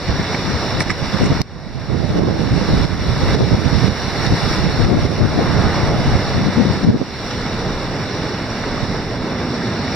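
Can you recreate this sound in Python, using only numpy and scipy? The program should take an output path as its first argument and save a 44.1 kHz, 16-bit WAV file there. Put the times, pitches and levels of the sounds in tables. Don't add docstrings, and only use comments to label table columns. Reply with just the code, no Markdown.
import sys
import numpy as np
from scipy import signal
from scipy.fft import rfft, irfft
from scipy.io import wavfile
from scipy.ndimage import uniform_filter1d

SR = 44100
rng = np.random.default_rng(int(sys.argv[2]) if len(sys.argv) > 2 else 0)


def bounce(signal):
    frames = np.transpose(np.atleast_2d(signal))
    limited = np.clip(frames, -1, 1)
    pcm = np.round(limited * 32767).astype(np.int16)
    wavfile.write(sys.argv[1], SR, pcm)


N = 438794
TIME = np.arange(N) / SR
PAN_SPLIT = np.array([[.5], [-.5]])
WATER_PAN_DB = -2


def amplitude(db):
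    return 10 ** (np.asarray(db) / 20)

def unit_rms(x):
    return x / np.sqrt(np.mean(x ** 2) + 1e-20)

def spectrum_at(points, hz):
    f, value = np.transpose(points)
    return np.interp(np.log(hz + 1), np.log(f + 1), value)

def curves_at(rows, t):
    times, *values = np.transpose(rows)
    return np.array([np.interp(t, times, v) for v in values])

def octave_bell(hz, centre_hz, octaves):
    return np.exp(-(np.log2((hz + 1) / centre_hz) / octaves) ** 2)

def resonance(hz, centre_hz, width_hz):
    return 1 / (1 + (2 * (hz - centre_hz) / width_hz) ** 2)

def minimum_phase(gain, size=4096):
    log_gain = np.log(np.maximum(np.r_[gain, gain[-2:0:-1]], 1e-5))
    return np.fft.ifft(np.exp(log_gain - 1j * signal.hilbert(log_gain).imag)).real[:size]

def wander(rate_hz, shape):
    pole = np.exp(-2 * np.pi * rate_hz / SR)
    return unit_rms(signal.lfilter([1], np.convolve([1, -pole], [1, -pole]), rng.standard_normal(shape)))

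def trapezoid(t, start, length, edge_s):
    span = slice(*np.searchsorted(t, [start - edge_s, start + length + edge_s]))
    return span, np.clip(np.minimum(t[span] - start, start + length - t[span]) / edge_s + .5, 0, 1)


# t/s, level/dB
RUMBLE_LEVEL = [(0, -40), (.6, -44), (1.2, -44), (4.0, -46), (5.5, -38), (6.3, -37), (7.0, -44), (7.4, -35),
                (7.9, -32), (8.05, -40), (8.3, -46), (8.7, -35), (9.1, -34), (9.45, -49.5), (9.95, -47)]

def deep_rumble():
    band = octave_bell(np.fft.rfftfreq(N, 1 / SR), centre_hz=30, octaves=0.72)
    heave = irfft(rfft(rng.standard_normal((2, N))) * band, N)
    return unit_rms(heave + 0.24 * heave[::-1]) * amplitude(curves_at(RUMBLE_LEVEL, TIME)[0])


# t/s, level/dB
CAVITY_LEVEL = [(0, -47), (7.0, -54), (7.6, -34), (8.6, -32), (9.2, -32), (9.5, -25), (9.95, -28)]
# f/Hz, bandwidth/Hz, relative level/dB
CAVITY_MODES = [(121, 38, -1), (238, 63, 0.5), (390, 130, -8.5)]

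def cavity_boom():
    hz = np.fft.rfftfreq(N, 1 / SR)
    response = sum(amplitude(db) * resonance(hz, f, width) for f, width, db in CAVITY_MODES)
    boom = unit_rms(irfft(rfft(rng.standard_normal(N)) * response, N))
    return boom * amplitude(curves_at(CAVITY_LEVEL, TIME)[0] + PAN_SPLIT * WATER_PAN_DB)


# t/s, duration/s, level/dB, centre f/Hz
STROKES = [(0.785, 0.055, -25, 8600), (0.878, .045, -39, 8200), (1.218, 0.055, -30, 7800),
           (1.245, .03, -28, 7600)]

def finger_rubs():
    out, hz = np.zeros((2, N)), np.fft.rfftfreq(8192, 1 / SR)
    for start, length, db, centre_hz in STROKES:
        n = round(length * SR)
        grit = rng.standard_normal((2, 8192)) * amplitude(3 * wander(300, (1, 8192)))
        band = np.exp(-((hz / centre_hz - 1) / 0.31) ** 2)
        hiss = unit_rms(irfft(rfft(grit) * band))[:, :n]
        out[:, round(start * SR):][:, :n] += amplitude(db) * hiss * np.sqrt(np.hanning(n))
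    return out


# t/s, ring gain/dB, ring T60/s, snap gain/dB, snap T60/s, snap emphasis f/Hz,
# left minus right/dB
IMPACTS = [(0.3474, -14, 0.014, -31, .01, 6000, -8), (0.804, -24, 0.0091, -4.5, 0.011, 9900, 0),
           (0.806, -11.5, 0.022, -18, .03, 8500, -6), (.8185, -30, .015, -20, .02, 9000, 0),
           (0.8977, -12, 0.0086, -16, 0.017, 8500, -3), (0.9016, -14, 0.026, -13, .012, 12000, -6),
           (.904, -11, 0.017, -26, .02, 5600, -6), (0.9112, -19.5, 0.023, -15.5, .025, 7940, -5),
           (1.03, -25, 0.016, -34, .02, 6000, 0), (1.258, -30, .02, -22, 0.03, 6500, 2),
           (1.416, -26, .025, -5, 0.025, 13700, 5)]
# f/Hz, relative level/dB
CASING_MODES = [(1250, -6), (1750, -3), (1990, -1), (2260, 0.5)]
# f/Hz, relative level/dB
SNAP_SPECTRUM = [(500, -22), (2000, -15), (5500, -4.5), (8500, -8), (16000, -17)]

def finger_ticks():
    out, t = np.zeros((2, N + SR)), np.arange(3000) / SR
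    mode_hz, mode_db = np.transpose(CASING_MODES)[:, :, None]
    hz = np.fft.rfftfreq(512, 1 / SR)
    attack = np.minimum(t / 0.00036, 1)
    phases = rng.random((len(IMPACTS), len(CASING_MODES), 1))
    noises = rng.standard_normal((len(IMPACTS), 2, len(t)))
    for impact, phase, noise in zip(IMPACTS, phases, noises):
        start, ring_db, ring_t60, snap_db, snap_t60, snap_hz, pan_db = impact
        modes = np.sum(amplitude(mode_db) * np.sin(2 * np.pi * (mode_hz * t + phase)), axis=0)
        ring = modes * attack * amplitude(ring_db - 60 * t / ring_t60)
        emphasis_db = 15.6 * np.exp(-((hz / snap_hz - 1) / 0.2) ** 2)
        colour = minimum_phase(amplitude(spectrum_at(SNAP_SPECTRUM, hz) + emphasis_db), size=256)
        burst = noise * amplitude(snap_db - 60 * t / snap_t60)
        snap = signal.oaconvolve(burst, colour[None])[:, :len(t)]
        out[:, round(start * SR):][:, :len(t)] += amplitude(PAN_SPLIT * pan_db) * (ring + snap)
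    return out[:, :N]


# t/s, duration/s, level/dB, f/Hz, port (0 left, 1 right)
PORT_FLUTTERS = [(1.751, 0.033, -8, 123, 1), (1.814, .03, -12, 129, 1), (2.527, 0.024, -5, 124, 1),
                 (3.114, 0.024, -6.5, 149, 1), (3.398, 0.011, -2.5, 257, 0), (3.412, .045, -3.5, 130, 1),
                 (3.418, .016, -7, 340, 0), (3.514, 0.029, -0.5, 124, 1), (3.569, 0.022, -6.5, 211, 1),
                 (3.812, .045, -6, 129, 1), (3.841, .03, -9.5, 193, 1), (4.264, 0.053, -9, 102, 1),
                 (4.46, .023, -10.5, 150, 1), (4.628, 0.019, -11, 149, 1), (4.663, .02, -10, 164, 1),
                 (4.813, 0.042, -7, 117.5, 0), (4.942, 0.025, -10.5, 166, 0), (5.015, 0.028, -10, 148, 0),
                 (5.375, 0.023, -10, 268, 0), (5.4, .022, -15, 558, 0), (6.377, 0.026, -10, 233, 0),
                 (6.577, 0.048, -7, 232, 0), (6.655, 0.013, -7, 251, 0), (6.831, 0.021, -12.5, 181, 0),
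                 (6.863, 0.028, -7, 249, 1), (6.87, 0.032, -2.5, 205, 0), (6.927, 0.021, -2.5, 221, 1),
                 (7.011, 0.017, -11, 270, 1)]

def port_flutters():
    out, locked = np.zeros((2, N)), np.zeros((2, N))
    pitch_drift, level_drift = wander(81, (2, 2, N))
    for (start, length, db, hz, port), phase in zip(PORT_FLUTTERS, rng.random(len(PORT_FLUTTERS))):
        span, envelope = trapezoid(TIME, start, length, edge_s=0.0079)
        pitch_hz = hz * (1 + .12 * pitch_drift[port, span])
        angle = 2 * np.pi * (np.cumsum(pitch_hz) / SR + phase)
        wave = np.cos(angle) + 0.21 * np.cos(2 * angle)
        out[port, span] += envelope * amplitude(db + 2.8 * level_drift[port, span]) * wave
        locked[port, span] = np.maximum(locked[port, span], envelope)
    return out, locked


# t/s, level/dB, rumble f/Hz, factor on the spectral slopes
AIR_STREAM = [(0, -33, 110, 0.96), (.5, -30, 162, 1.55), (1.1, -23.5, 145, 1.3), (1.7, -21, 120, 1.15),
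              (2.3, -16, 157, 0.93), (2.5, -19.5, 130, 1.1), (3.5, -19.5, 132, 1.06), (3.9, -31, 138, 1.37),
              (4.8, -21.5, 137, 1.07), (5.38, -18.5, 158, 1), (5.6, -20.5, 124, 1.1), (5.95, -22, 105, 1.1),
              (6.15, -28, 118, 2.1), (6.35, -20, 169, 3.6), (6.5, -23, 233, 2.2), (6.9, -23.5, 235, 1.8),
              (7.03, -27, 238, 1.3), (7.25, -36, 144, 0.78), (7.6, -34, 148, 0.52), (8.5, -47, 152, 2.8),
              (9.95, -48, 220, 1.4)]
# t/s, duration/s, level/dB, rumble f/Hz, port (0 left, 1 right)
GUSTS = [(0.067, 0.098, -19.5, 121, 0), (0.082, 0.053, -14, 135, 1), (0.184, 0.032, -17.5, 120, 1),
         (0.186, 0.025, -14.5, 145, 0), (0.443, 0.082, -16, 184, 0), (0.522, 0.049, -17, 112, 0),
         (0.735, 0.034, -12.5, 168, 0), (0.779, 0.034, -13, 175, 0), (0.86, 0.068, -16, 128, 1),
         (1.017, 0.027, -7.5, 129, 1), (1.126, 0.049, -12.5, 176, 1), (1.199, 0.078, -10, 176, 0),
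         (1.204, 0.075, -12.5, 162, 1), (1.287, 0.045, -8, 122, 1), (1.309, 0.021, -9.5, 202, 0),
         (1.349, 0.026, -13, 157, 0), (1.394, 0.023, -11.5, 168, 1), (1.452, 0.37, -19, 130, 1),
         (1.52, 0.056, -15, 131, 1), (1.61, 0.047, -17, 147, 1), (1.653, 0.057, -18.0, 114, 1),
         (1.75, 0.045, -10, 140, 1), (1.802, 0.056, -20, 142, 1), (1.847, 0.035, -17.5, 112, 0),
         (1.87, 2.5, -18.5, 151, 1), (1.883, 0.11, -9.5, 166, 1), (1.888, 0.054, -16, 108, 0),
         (1.987, 0.065, -9, 178, 1), (2.073, 0.048, -12.5, 156, 1), (2.095, 0.15, -11.0, 155, 0),
         (2.146, 0.14, -6, 184, 1), (2.258, 0.034, -14, 162, 0), (2.266, 0.064, -7, 206, 1),
         (2.324, 0.16, -11.5, 191, 1), (2.495, 0.06, -8.5, 136, 1), (2.501, 0.042, -13, 103, 0),
         (2.56, 0.035, -9.0, 169, 1), (2.603, 0.036, -10, 161, 1), (2.683, 0.081, -13, 151, 1),
         (2.692, 0.05, -11, 116, 0), (2.765, 0.055, -21, 113, 0), (2.768, 0.061, -8, 133, 1),
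         (2.83, 0.042, -8.5, 155, 1), (2.897, 0.073, -10.5, 123, 1), (3.077, 0.04, -9, 121, 1),
         (3.206, 0.092, -19, 150, 0), (3.257, 0.048, -20, 174, 0), (3.341, 0.033, -8, 151, 1),
         (3.376, 0.064, -8, 248, 0), (3.395, 0.084, -9.5, 146, 1), (3.512, 0.037, -3, 158, 1),
         (3.526, 0.025, -6, 153, 0), (3.572, 0.033, -9.5, 191, 1), (3.609, 0.074, -8.5, 162, 1),
         (3.72, 0.074, -6, 145, 1), (3.814, 0.06, -12, 158, 1), (3.87, 0.071, -9.5, 131, 1),
         (4.076, 0.026, -16, 174, 1), (4.261, 0.028, -7, 123, 1), (4.287, 0.025, -12.0, 119, 1),
         (4.294, 0.055, -10.5, 174, 0), (4.323, 0.024, -13.5, 117, 1), (4.4, 1.7, -22, 140, 1),
         (4.423, 0.061, -14, 134, 1), (4.489, 0.031, -16.0, 138, 1), (4.59, 0.033, -14, 129, 1),
         (4.62, 0.035, -8, 164, 1), (4.659, 0.038, -11, 161, 1), (4.782, 0.094, -9.5, 138, 0),
         (4.853, 0.054, -10, 143, 1), (4.882, 0.03, -9, 185, 0), (4.91, 0.072, -9, 221, 0),
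         (4.937, 0.067, -12, 143, 1), (5.013, 0.054, -22, 160, 0), (5.014, 0.023, -15, 117, 1),
         (5.047, 0.032, -10.5, 158, 1), (5.089, 0.05, -7.5, 168, 1), (5.201, 0.065, -9, 148, 0),
         (5.367, 0.064, -14.5, 228, 0), (5.44, 0.052, -23, 164, 1), (5.485, 0.032, -16, 132, 1),
         (5.546, 0.11, -16, 166, 1), (5.548, 0.05, -17.5, 134, 0), (5.627, 0.054, -15, 127, 1),
         (5.65, 0.052, -16, 142, 0), (5.79, 0.083, -16.5, 125, 0), (5.88, 0.068, -15.0, 105, 0),
         (5.93, 0.092, -14, 140, 1), (5.955, 0.038, -13, 123, 0), (5.992, 0.046, -14, 132, 0),
         (6.048, 0.05, -14, 100, 1), (6.062, 0.047, -16, 131, 0), (6.11, 0.067, -11, 130, 1),
         (6.121, 0.027, -12, 142, 0), (6.34, 0.088, -12, 205, 0), (6.45, 0.054, -13, 272, 0),
         (6.577, 0.055, -7, 233, 0), (6.648, 0.031, -8, 248, 0), (6.68, 0.046, -17, 206, 0),
         (6.84, 0.056, -11, 216, 0), (6.86, 0.05, -7, 235, 1), (6.893, 0.016, -11, 212, 0),
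         (6.895, 0.087, -10, 273, 1), (6.938, 0.025, -7, 242, 0), (6.996, 0.036, -9, 278, 1),
         (6.999, 0.026, -18, 338, 0), (8.819, 0.022, -16, 131, 1)]

def airflow(t):
    level_db, stream_hz, slope = curves_at(AIR_STREAM, t)
    power = np.tile(amplitude(level_db) ** 2, (2, 1))
    weighted_log_pitch = power * np.log(stream_hz)
    for start, length, db, hz, port in GUSTS:
        span, envelope = trapezoid(t, start, length, edge_s=0.018)
        gust_power = (amplitude(db) * envelope) ** 2
        power[port, span] += gust_power
        weighted_log_pitch[port, span] += gust_power * np.log(hz)
    return np.sqrt(power), np.exp(weighted_log_pitch / power), slope


# t/s, relative level/dB, port (0 left, 1 right)
BUFFETS = [(0.098, 5, 1), (0.198, 5, 0), (1.148, 0, 1), (1.248, -2, 0), (1.305, 8, 1), (1.324, 7, 0),
           (1.407, 9, 1), (2.161, 6, 0), (2.193, 6, 1), (2.287, 12, 1), (2.58, 7, 1), (2.74, 7, 0),
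           (2.8, 7, 1), (2.803, 3.5, 0), (2.84, 2, 0), (3.096, 7, 1), (3.236, 10.5, 1), (3.408, 13, 0),
           (3.52, 10, 1), (3.549, 15, 0), (3.882, 3, 1), (4.083, 6, 1), (4.325, 12, 0), (4.594, 3, 1),
           (4.876, 7, 1), (4.914, 0, 0), (4.943, 10, 0), (4.989, 10, 1), (5.247, 0, 0), (5.39, 10, 0),
           (6.009, 3, 0), (6.14, 8.5, 0), (6.155, 13, 1), (6.473, 8, 0), (6.699, 2, 0), (6.709, 7, 0),
           (6.849, 10, 0), (6.903, 13, 0), (6.953, -2, 0), (7.016, 12, 1), (8.832, 1, 1)]
# f/Hz, relative level/dB
EDDY_SPECTRUM = [(12, -34), (25, -14), (40, -4.5), (60, -0.5), (125, 0), (250, -8), (500, -17.5),
                 (1200, -38), (4000, -72)]
EDDY_REFERENCE_HZ, EDDIES_PER_S = 135, 700

def wind_buffeting():
    sizes = amplitude(2 * np.minimum(rng.exponential(1, (2, N)), 4)) * rng.choice([-1., 1.], (2, N))
    arrivals = rng.random((2, N)) < EDDIES_PER_S / SR
    pulses = unit_rms(sizes * arrivals * amplitude(2 * wander(17.6, (2, N))))
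    flutter, locked = port_flutters()
    pulses *= airflow(TIME)[0] * (1 - 0.59 * locked)
    unit_pulse_peak = 0.34
    scatter = rng.uniform(-0.994, 1, (len(BUFFETS), 2, 4))
    for (time, db, port), (offsets, side_sizes) in zip(BUFFETS, scatter):
        at = ((time + 0.01144 * np.r_[0, offsets]) * SR).astype(int)
        pulses[port, at] += np.r_[1, .4 * side_sizes] * amplitude(db) / unit_pulse_peak
    hz, t, spectra = signal.stft(pulses, SR, nperseg=1024, noverlap=768)
    hz = hz[:, None]
    strength, pitch_hz, slope = airflow(t)
    colour = amplitude(slope * spectrum_at(EDDY_SPECTRUM, hz * EDDY_REFERENCE_HZ / pitch_hz[:, None]))
    colour /= np.sqrt(np.mean(colour ** 2, axis=1, keepdims=True))
    bright_db = 0.57 * (20 * np.log10(strength)[:, None] + 15) * hz / (hz + 900)
    spectra *= colour * amplitude(bright_db) * np.exp(-1j * np.pi / 3)
    ports = signal.istft(spectra, SR, nperseg=1024, noverlap=768)[1][:, :N] + flutter
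    return ports + 0.058 * ports[::-1]


# t/s, foam level/dB, roar boost/dB, tumbling-water boost/dB, fizz boost/dB
WAVES = [(0, -29, -2.5, 1.5, 1), (.35, -24.5, 0, -0.5, -3), (.9, -25.5, -4, 1.5, 1), (1.2, -22, -3, 0.5, 1),
         (1.45, -28.5, 0.5, 1.5, -1), (2.0, -24.5, -2, 1, 2), (2.6, -22.5, -2, -0.5, 0),
         (2.95, -25, -4.5, 1, 2.5), (3.4, -22, 2.5, -1, 1), (4.35, -21.5, -2.5, -0.5, 2.5),
         (4.54, -21.5, -2.5, 1, 4), (4.65, -26, -2, 2.5, 1.5), (5.15, -24.5, 2.5, 1.5, 3),
         (5.35, -27.5, -2, 3.5, 1), (5.385, -26.5, 0, 4, 3), (5.6, -26, 0, 5.5, 1),
         (5.95, -25.5, 1, 4, 2.5), (6.75, -27.5, 1, 2, -2), (7.3, -24.5, -2, -1.5, -1),
         (7.56, -28.5, 3.5, 1.5, -3), (8.2, -28.5, 2, 2, -1), (8.8, -28.5, 1.5, 2, -3),
         (9.2, -31.5, 6, 3.5, -2), (9.95, -27, 0.5, 2, -4)]
# f/Hz, relative level/dB
FOAM_SPECTRUM = [(20, -10), (60, 13), (125, 16.5), (250, 10), (500, 7), (1000, 2), (2000, -0.5),
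                 (4000, -11), (16000, -11)]
# f/Hz, correlation coefficient
SURF_COHERENCE = [(60, 0.65), (200, 1), (1000, 0.93), (2000, 0.85), (3000, 0.4), (3800, 0.85), (4500, 0.26),
                  (5400, 0.72), (6400, 0.25), (7400, 0.22), (10000, 0.14)]
# f/Hz, phase/rad
SURF_PHASE_LEAD = [(1000, .15), (2350, -.05), (2800, .5), (3750, .8), (4050, -.8), (4400, -1.5), (4700, 1),
                   (5340, .7), (6000, -1.3), (6800, -4.5), (8500, -3.4), (12000, -3.4)]
# t/s, 1/e half-duration/s, boost/dB, centre f/Hz, 1/e half-width/octaves
WATER_SLAPS = [(5.395, 0.01, 8, 800, 0.82), (5.657, 0.021, 3.5, 900, 0.61), (5.913, .03, 6, 700, 0.74),
               (7.27, .004, 4, 2500, 1.1), (7.311, 0.0041, 8, 3000, 1.8), (8.643, 0.011, 6, 1500, .7),
               (8.78, .003, 7, 1500, .7), (9.157, .004, 3, 1500, .8), (9.878, .005, 6, 2400, .6)]

def surf():
    frames, hz = N // 128 + 5, np.fft.rfftfreq(512, 1 / SR)[:, None]
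    t = np.arange(frames) * 128 / SR
    left_re, left_im, other_re, other_im, patches = rng.standard_normal((frames, 257, 5)).T
    patches = unit_rms(uniform_filter1d(uniform_filter1d(patches, size=8, axis=0), size=24, axis=1))
    splashes = unit_rms(uniform_filter1d(rng.standard_normal(frames), size=10))
    coherence = spectrum_at(SURF_COHERENCE, hz)
    left = left_re + 1j * left_im
    right = coherence * left + np.sqrt(1 - coherence ** 2) * (other_re + 1j * other_im)
    spectra = np.array([left * np.exp(1j * spectrum_at(SURF_PHASE_LEAD, hz)), right])
    foam_db = spectrum_at(FOAM_SPECTRUM, hz)
    band_power = np.sum(amplitude(foam_db) ** 2 * ((hz > 1000) & (hz < 6000)))
    spectra *= amplitude(foam_db + 0.93 * patches + 0.53 * splashes) / np.sqrt(band_power)
    level_db, roar_db, tumble_db, fizz_db = curves_at(WAVES, t)
    spectra *= amplitude(level_db + PAN_SPLIT[:, None] * WATER_PAN_DB)
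    spectra *= amplitude(roar_db * octave_bell(hz, 183, 1.44)
                         + tumble_db * octave_bell(hz, 750, 1.5)
                         + fizz_db * octave_bell(hz, 10500, 0.2))
    for time, half_length, db, centre_hz, octaves in WATER_SLAPS:
        swell = np.exp(-((t - time) / half_length) ** 2)
        spectra *= amplitude(db * octave_bell(hz, centre_hz, octaves) * swell)
    wash = 0.84 * signal.istft(spectra, nperseg=512, noverlap=384)[1][:, :N]
    return signal.sosfilt(signal.butter(2, 57.4, btype='high', fs=SR, output='sos'), wash)


def scene():
    return surf() + wind_buffeting() + finger_ticks() + cavity_boom() + finger_rubs() + deep_rumble()


# t/s, depth/dB
LEVEL_DROPS = [(0.83, 3.5), (0.925, 3.5), (1.246, 2), (1.419, 15.5), (2.193, 4), (2.855, 6.5), (3.355, 6.5),
               (3.546, 2), (3.886, 5.5), (4.274, 3), (4.854, 5), (5.066, 3.5), (5.892, 2.5), (6.849, 4.5),
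               (6.907, 5)]
RECOVERY_DB_PER_S = 14

def level_drop_gain():
    loss_db = np.zeros(N)
    for start, depth_db in LEVEL_DROPS:
        recovering_db = loss_db[round(start * SR)] + depth_db - RECOVERY_DB_PER_S * (TIME - start)
        loss_db = np.where(TIME < start, loss_db, np.maximum(recovering_db, 0))
    return amplitude(-uniform_filter1d(loss_db, size=180))

def notch(hz, centre_hz, width_hz, depth_db):
    return np.sqrt(1 - (1 - amplitude(-depth_db) ** 2) * resonance(hz, centre_hz, width_hz))


# f/Hz, gain/dB
MIC_RESPONSE = [(1500, 0.5), (2100, 1.5), (2600, 0), (3400, 6), (3850, 10), (4600, 4.5), (5400, 11),
                (5800, 6), (6150, -3.5), (6650, -14.5), (7300, -11.5), (7850, -10.5), (8400, -13),
                (10000, -17.5), (15700, -28.5)]
# f/Hz, bandwidth/Hz, depth/dB
SHARED_NOTCHES = [(2498, 92, 28), (3205, 423, 39), (4980, 64, 19), (6160, 120, 6), (6600, 130, 16)]
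# f/Hz, bandwidth/Hz, depth/dB
PORT_COLOUR = [(4306, 88, -8), (3970, 98, 21)]
OVERLOAD_CEILING, BAND_LIMIT_HZ = .92, 15760

def record(dry):
    hz = np.fft.rfftfreq(8192, 1 / SR)
    notches = np.prod([notch(hz, *row) for row in SHARED_NOTCHES], axis=0)
    shared = amplitude(spectrum_at(MIC_RESPONSE, hz)) * notches
    responses = np.array([minimum_phase(shared * notch(hz, *row)) for row in PORT_COLOUR])
    level = signal.oaconvolve(dry, responses, axes=1)[:, :N] * level_drop_gain()
    saturated = level / (1 + abs(level / OVERLOAD_CEILING) ** 4) ** .25
    low_pass = signal.firwin(1535, BAND_LIMIT_HZ, window=("kaiser", 9), fs=SR)
    return signal.oaconvolve(saturated, low_pass[None], "same")


dry = scene()
out = record(dry)
bounce(out)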